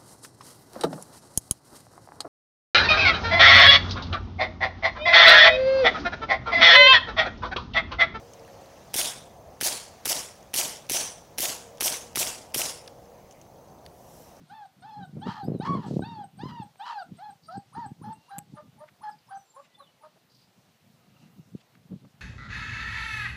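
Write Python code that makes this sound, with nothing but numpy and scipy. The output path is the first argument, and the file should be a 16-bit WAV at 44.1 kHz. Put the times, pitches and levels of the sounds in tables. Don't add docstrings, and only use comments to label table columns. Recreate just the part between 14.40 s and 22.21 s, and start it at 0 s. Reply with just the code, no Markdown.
import sys
import numpy as np
from scipy import signal
from scipy.io import wavfile
from scipy.ndimage import uniform_filter1d

SR = 44100
rng = np.random.default_rng(int(sys.argv[2]) if len(sys.argv) > 2 else 0)


def gain_from_db(level_db):
    decades = np.asarray(level_db, float) / 20
    return 10 ** decades


def persist_wave(psi):
    counts = np.round(np.clip(psi, -1, 1) * 32767).astype(np.int16)
    wavfile.write(sys.argv[1], SR, np.atleast_2d(counts).T)


N = 344404
T = np.arange(N) / SR

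# start in seconds,
# length in seconds, peak pitch in Hz, end pitch in Hz, base level in dB.
ARCHED_YELPS = [(0.101, 0.16, 896, 790, -46.5), (0.425, 0.23, 878, 790, -45),
                (0.819, 0.23, 970, 794, -40.5), (1.209, 0.26, 1123, 818, -35.5),
                (1.624, 0.22, 953, 808, -42), (1.992, 0.24, 1041, 877, -41),
                (2.399, 0.23, 1014, 739, -37.5), (2.789, 0.12, 848, 822, -44),
                (3.088, 0.088, 803, 800, -40.5)]
# start in seconds, length in seconds, start pitch in Hz, peak pitch in Hz, base level in dB.
SHORT_YIPS = [(3.354, 0.11, 817, 964, -38.5), (3.642, 0.09, 830, 894, -40.5), (3.91, 0.082, 787, 805, -42),
              (4.171, 0.037, 599, 604, -47.5), (4.408, 0.034, 584.5, 619, -47),
              (4.637, 0.059, 853, 855, -35.5), (4.911, 0.065, 775, 783, -41.5),
              (5.167, 0.039, 527, 566, -52), (5.405, 0.021, 557, 550, -55.5), (5.638, 0.035, 630, 622, -51)]
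# start in seconds, length in seconds, level in dB,
# unevenness from 0 to 1.
RASP_SPELLS = [(0.847, 0.18, -42, 0.25), (1.24, 0.0486, -39.5, 0.13), (1.342, 0.18, -52, 0.58),
               (2.077, 0.0439, -50.5, 0), (2.443, 0.11, -40, 0.1)]
RASP_HZ = 93.2
REST_HZ = 800
SOFT_YIP_HZ = 700


def level(x, db):
    return x * gain_from_db(db) / np.sqrt(np.mean(x ** 2))


def band(x, hz, width_hz):
    return signal.lfilter(*signal.iirpeak(hz, hz / width_hz, fs=SR), x)


def twice(x, hz, width_hz):
    return band(band(x, hz, width_hz), hz, width_hz)


def walk(rate):
    k = int(SR / rate)
    steps = np.repeat(rng.standard_normal(N // k + 1), k)
    return 1.3 * uniform_filter1d(uniform_filter1d(steps, k), k)[:N]


def add(out, start_s, x):
    i = int(start_s * SR)
    out[i:i + len(x)] += x


def note(length_s, hz, end_hz, waver, rise=0.23):
    u = np.arange(int(length_s * SR)) / (length_s * SR)
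    wobble = 1 + waver * np.roll(walk(120.0), 7)[:len(u)]
    shape = np.sin(np.pi * u ** (np.log(.5) / np.log(rise)))
    return shape * np.sin(2 * np.pi * np.cumsum((hz + (end_hz - hz) * u) * wobble) / SR)


def wind():
    # time in seconds, level in dB.
    gusts = [(0.0, -58.5), (0.33, -70), (0.61, -48.5), (.98, -43), (1.12, -39.5), (1.42, -40.5), (1.6, -39),
             (1.91, -54.5), (2.12, -47.5), (2.39, -71), (3.3, -63), (3.45, -55.5), (3.7, -45.5),
             (3.89, -74.5), (4.19, -52.5), (4.56, -69.5), (5.3, -72.5), (7.0, -60), (7.27, -70),
             (7.52, -53), (7.81, -61.5)]
    # time in seconds, peak in dB ahead of the bass cut.
    buffets = [(0.769, -23.5), (0.871, -19.5), (1.051, -27), (1.084, -16), (1.103, -19), (1.12, -17),
               (1.15, -18.5), (1.161, -21), (1.2, -16.5), (1.295, -21), (1.307, -17), (1.334, -24),
               (1.352, -16), (1.386, -24.5), (1.466, -24), (1.511, -16), (1.539, -19.5), (1.568, -16),
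               (1.594, -13), (1.622, -20.5), (1.79, -30.5), (2.036, -20.5), (2.057, -23.5), (2.2, -28),
               (2.721, -31), (3.179, -25.5), (3.382, -25), (3.464, -32), (3.517, -30.5), (3.615, -27),
               (3.983, -30), (4.137, -32), (6.994, -34.5), (7.151, -23.5), (7.528, -28.5), (7.544, -34),
               (7.56, -32)]
    wake_db, wake_s = -23, 0.018
    crackles, crackle_db = 500, 14
    wakes = sum(gain_from_db(db + wake_db) * np.exp(-abs(T - s) / wake_s) for s, db in buffets)
    strength_db = 20 * np.log10(gain_from_db(np.interp(T, *np.transpose(gusts))) + wakes)

    eddies = rng.standard_normal(N) * gain_from_db(6.5 * walk(30))
    slow_band = signal.butter(2, [115, 230], "bandpass", fs=SR, output="sos")
    quick_band = signal.butter(3, [180, 480], "bandpass", fs=SR, output="sos")
    slow = level(signal.sosfilt(slow_band, eddies), 0)
    quick = level(signal.sosfilt(quick_band, eddies), 0)
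    rumble = gain_from_db(strength_db) * (slow + gain_from_db(1.18 * (strength_db + 25.5)) * quick)

    shoves, u = np.zeros(N), np.arange(-300, 300) / SR
    at = .01 + (T[-1] - .02) * rng.random(crackles)
    below_db = 14 * rng.random(crackles)
    small = zip(at, np.interp(at, T, strength_db) + crackle_db - below_db)
    for s, db in [*buffets, *small]:
        add(shoves, s + u[0], gain_from_db(db) * np.exp(-(u / (-.00004 * db)) ** 2))
    push = signal.sosfilt(signal.butter(4, 125, "highpass", fs=SR, output="sos"), shoves)
    return rumble + push + 0.78 * band(push, 154.0, 98.0)


def air():
    # frequency in Hz, relative level in dB per Hz.
    colour = [(180, -11.5), (300, -8.5), (515, -6.5), (669, -3.5), (959, -10.5), (1440, -14), (4050, -12.5),
              (9800, -29.5), (15000, -21)]
    colour_hz, colour_db = np.transpose(colour)
    out = 0
    for hz in 250 * 2 ** np.arange(0, 6.1, .5):
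        db = np.interp(np.log(hz), np.log(colour_hz), colour_db) + 2.33 * walk(19)
        out = out + gain_from_db(db) * band(rng.standard_normal(N), hz, hz / 3)
    return level(out, -67)


def cries():
    arched = [(s, length, min(750, .79 * peak_hz), peak_hz, end_hz, db)
              for s, length, peak_hz, end_hz, db in ARCHED_YELPS]
    short = [(s, length, start_hz, peak_hz, REST_HZ, db) for s, length, start_hz, peak_hz, db in SHORT_YIPS]
    return arched + short


def nose_whistles():
    # time in seconds, pitch on the way in in Hz,
    # its peak in dB, peak of the whistle after the cry in dB.
    nose = [(0.1, 8750, -69.5, -70), (1.601, 8700, -61.5, -56), (2.4, 8400, -65, -62),
            (3.5, 9400, -59.5, -53), (4.3, 9580, -66, -62), (4.9, 9800, -60, -59.5),
            (5.7, 10070, -69, -68.5)]
    out = np.zeros(N)
    times, *columns = np.transpose(nose)
    for s, length, _, peak_hz, _, _ in cries():
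        hz, before_db, after_db = (np.interp(s, times, column) for column in columns)
        add(out, s - .022, gain_from_db(before_db) * note(0.041, hz * 0.989, hz * 1.01, 0.022))
        if peak_hz > SOFT_YIP_HZ:
            add(out, s + length - .005, gain_from_db(after_db) * note(0.025, 7930, 8590, 0.019))
    return out


def arch(t, length, start_hz, peak_hz, end_hz):
    short_s = .092
    climb = .03 + (peak_hz - start_hz) / 6500 if length > short_s else length
    up = np.sin(np.pi / 2 * np.clip(t / climb, 0, 1))
    held = climb + max(peak_hz - 1050, 0) * .0007
    down = np.clip((t - held) / max(length - held, 0.08), 0, None) ** .9
    droop_hz = 59.2 * np.exp(np.minimum(t - length, 0) / 0.0175) * (length > climb)
    return start_hz + (peak_hz - start_hz) * up - max(peak_hz - end_hz, 0) * down - droop_hz


def throat(x):
    # centre in Hz, width of one pass in Hz, gain in dB.
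    modes = [(936, 150, 28.5), (1174, 290, 24), (1730, 143, 18.5), (3280, 580, 9), (4010, 1470, 5.5)]
    return sum(gain_from_db(db) * twice(x, hz, width_hz) for hz, width_hz, db in modes)


def voiced_cries():
    # frequency in Hz, gain in dB.
    overtone_gain = [(1100, 5.5), (1650, -9.5), (2350, -30), (2750, -19), (4100, -17), (5050, -26),
                     (5600, -36), (9000, -44)]
    # frequency in Hz, gain in dB.
    ground_gain = [(700, -3.5), (780, -1), (820, 3), (855, 0), (885, -4.5), (940, -3), (1010, -8),
                   (1090, 6.5)]
    throat_hz, throat_db = np.transpose(overtone_gain)
    ground_hz, ground_db = np.transpose(ground_gain)
    out, jitter = np.zeros(N), 1 + 0.016 * walk(200)
    flicker = [gain_from_db(4 * walk(110) + 3 * walk(22)) for _ in range(8)]
    breath = level(throat(rng.standard_normal(N)), -16)

    spells = [np.interp(T, [s, s + 0.3 * length, s + 0.78 * length, s + length], [0, 1, 1, 0])
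              for s, length, _, _ in RASP_SPELLS]
    hoarse = sum(spells)
    sunk = gain_from_db(-20 * sum(row[-1] * spell for row, spell in zip(RASP_SPELLS, spells)))
    jitter = jitter + 0.0342 * hoarse * walk(300)
    chop = 1 + 0.23 * hoarse * np.cos(2 * np.pi * np.cumsum(RASP_HZ * gain_from_db(1.5 * walk(60))) / SR)

    for n, (s, length, start_hz, peak_hz, end_hz, db) in enumerate(cries()):
        on = (T >= s - .05) & (T < s + length + .1)
        t = T[on] - s
        glide = uniform_filter1d(arch(t, length, start_hz, peak_hz, end_hz), int(0.012 * SR))
        pitch = glide * jitter[on]
        phase = 2 * np.pi * np.cumsum(pitch) / SR
        edge = gain_from_db(-2400 * np.maximum(-t, 0) - 2600 * np.maximum(t - length, 0))

        first_db = db - 5.0 * np.exp(-np.maximum(t, 0) / 0.012)
        if n < len(ARCHED_YELPS):
            first_db = first_db + np.interp(np.log(glide), np.log(ground_hz), ground_db)
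        tone = np.sin(phase)
        if peak_hz < SOFT_YIP_HZ:
            tone = tone + gain_from_db(-10) * flicker[7][on] * np.sin(3 * phase / 2)
        first = np.sqrt(2 * np.sqrt(flicker[0][on])) * gain_from_db(first_db) * tone

        upper = 0
        for k in range(2, 9):
            gain_db = np.interp(np.log(k * pitch), np.log(throat_hz), throat_db)
            if length < .12:
                gain_db = gain_db - 15 * np.exp(-(np.log2(k * pitch / 2900) / .45) ** 2) - 4.5 * (k > 2)
            upper = upper + gain_from_db(gain_db) * flicker[k - 1][on] * np.sin(k * phase)

        bright_db = 10.5 * np.log2(max(peak_hz, REST_HZ) / 900)
        tire_db = -5 * t / length
        mouth = gain_from_db(db + bright_db) * gain_from_db(tire_db) * (pitch / peak_hz) ** 2
        out[on] += edge * chop[on] * (sunk[on] * (first + mouth * upper) + mouth * breath[on])
    return out


def fence(x):
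    t = np.arange(int(.3 * SR)) / SR
    tail = rng.standard_normal(len(t)) * gain_from_db(-60 * t / 0.19) * (t > .012)
    return signal.fftconvolve(x, gain_from_db(-12) * tail / np.sqrt(np.sum(tail ** 2)))[:N]


def rasps():
    out = np.zeros(N)
    for s, length, db, uneven in RASP_SPELLS:
        chance = rng.standard_normal((40, 2))
        puffs = np.zeros(int(length * SR))
        at = (np.cumsum(np.exp(uneven * chance[:, 0])) / RASP_HZ * SR).astype(int)
        keep = at < len(puffs)
        puffs[at[keep]] = gain_from_db(0.27 * chance[keep, 1])
        hiss = signal.lfilter([1], [1, -.998], puffs) * rng.standard_normal(len(puffs))
        fade = signal.windows.tukey(len(puffs), .4) * gain_from_db(np.linspace(0, -11, len(puffs)))
        add(out, s, level(throat(puffs + 0.3 * hiss) * fade, db))
    return out


def birds_and_high_whistle():
    # start in seconds,
    # length in seconds, start pitch in Hz, end pitch in Hz, peak in dB ahead of the flutter.
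    thin_notes = [(1.018, 0.072, 4230, 5230, -57), (1.038, 0.028, 11660, 11700, -60),
                  (1.117, 0.11, 4240, 3710, -63.5), (3.079, 0.17, 3960, 4690, -65),
                  (3.664, 0.41, 2716, 2850, -70.5), (4.695, .016, 4260, 5100, -71),
                  (4.71, 0.032, 5230, 4500, -60), (4.786, 0.012, 4700, 5560, -63),
                  (4.873, 0.015, 5600, 4470, -61), (4.943, 0.12, 6070, 5880, -65.5),
                  (5.03, 0.29, 7400, 7240, -70), (5.286, 0.14, 2000, 1984, -73),
                  (5.343, 0.029, 3500, 3550, -61), (5.387, 0.1, 4220, 3000, -59),
                  (5.446, 0.081, 2990, 2950, -69)]
    out, flutter = np.zeros(N), gain_from_db(4 * walk(150))
    for s, length, hz, end_hz, db in thin_notes:
        tone = note(length, hz, end_hz, 0.004 + .07 * abs(end_hz / hz - 1), rise=0.3)
        add(out, s, gain_from_db(db) * tone * flutter[int(s * SR):][:len(tone)])
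    return out


def rustles():
    # start in seconds, length in seconds, centre in Hz, level in dB ahead of the swell.
    scuffles = [(1.36, 0.32, 4150, -60), (2.356, 0.0047, 790, -53), (4.472, 0.032, 1450, -56.5),
                (5.221, 0.064, 2150, -65), (5.751, 0.039, 467, -60), (7.196, 0.03, 2670, -63),
                (7.349, 0.0088, 1880, -57), (7.642, 0.019, 750, -56)]
    out = np.zeros(N)
    for s, length, hz, db in scuffles:
        grain = (rng.standard_normal(N) * gain_from_db(1.5 * walk(70)))[:int(length * SR)]
        add(out, s, level(twice(grain, hz, hz), db) * np.hanning(len(grain)))
    return out


def hoarse_chirps():
    # start in seconds, length in seconds, base level in dB.
    chirps = [(3.023, 0.1, -70), (3.1, 0.13, -74), (5.897, 0.15, -73), (6.014, 0.074, -73)]
    out, flutter = np.zeros(N), gain_from_db(4 * walk(150))
    for s, length, db in chirps:
        breathy = 1 + 6 * uniform_filter1d(rng.standard_normal(int(length * SR)), size=40)
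        tone = note(length, 4650, 4950, 0.01) * breathy
        beat = 2.0 + np.cos(2 * np.pi * 820 * T[:len(tone)])
        add(out, s, gain_from_db(db) * tone * flutter[int(s * SR):][:len(tone)] * beat)
    return out


def squeezed_glides():
    out = np.zeros(N)
    hiss = twice(rng.standard_normal(N), 1250, 560) * gain_from_db(5.2 * walk(150))
    hiss = level(hiss, -5)
    for s, length, _, peak_hz, db in SHORT_YIPS:
        glide = gain_from_db(-50 + 0.39 * (db + 33.5))
        out += glide * hiss * np.interp(T, [s - .015, s + 0.0031, s + length + 0.02], [0, 1, 0]) ** .5
        end_hz = (3 + (peak_hz > SOFT_YIP_HZ)) / 2 * peak_hz
        add(out, s - .03, glide * note(0.039, 840.0, end_hz, 0.043, rise=0.34))
    return out


def ticks():
    # time in seconds, strength in dB ahead of the ring.
    taps = [(3.984, -27.5), (3.9887, -30)]
    hit = np.zeros(N)
    for s, db in taps:
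        add(hit, s, gain_from_db(db) * rng.standard_normal(60) * np.exp(-np.arange(60) / 36.0))
    ring = 2.7 * band(hit, 7800.0, 1000.0) + band(hit, 10000.0, 2660.0)
    return ring + 1.05 * band(hit, 800.0, 2400.0) + 0.69 * band(hit, 11000.0, 3660.0)


def panting():
    # start in seconds, length in seconds, level at the height of the swell in dB.
    pants = [(6.55, 0.72, -69.5)]
    # centre in Hz, width of one pass in Hz, gain in dB.
    pant_mouth = [(666, 520, -3), (1210, 210, -2.5), (2765, 280, -2)]
    out = np.zeros(N)
    puff = rng.standard_normal(N) * gain_from_db(4.2 * walk(40))
    puff = level(sum(gain_from_db(db) * twice(puff, hz, width_hz) for hz, width_hz, db in pant_mouth), 0)
    for s, length, db in pants:
        out += gain_from_db(db) * puff * np.interp(T, [s, s + 0.25 * length, s + length], [0, 1, 0]) ** .5
    return out


def scene():
    cry = nose_whistles() + voiced_cries() + rasps() + squeezed_glides()
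    voices = cry + birds_and_high_whistle() + hoarse_chirps()
    garden = voices + fence(voices) + air() + rustles() + panting()
    return (garden + wind() + ticks())[None]


def band_limit(x):
    return signal.sosfilt(signal.butter(12, 16400, fs=SR, output="sos"), x)


def record(dry):
    top_cut = signal.ellip(10, .2, 70, 15250, fs=SR, output="sos")
    mix = signal.sosfilt(top_cut, dry)
    return band_limit(mix)


dry = scene()
out = record(dry)
persist_wave(out)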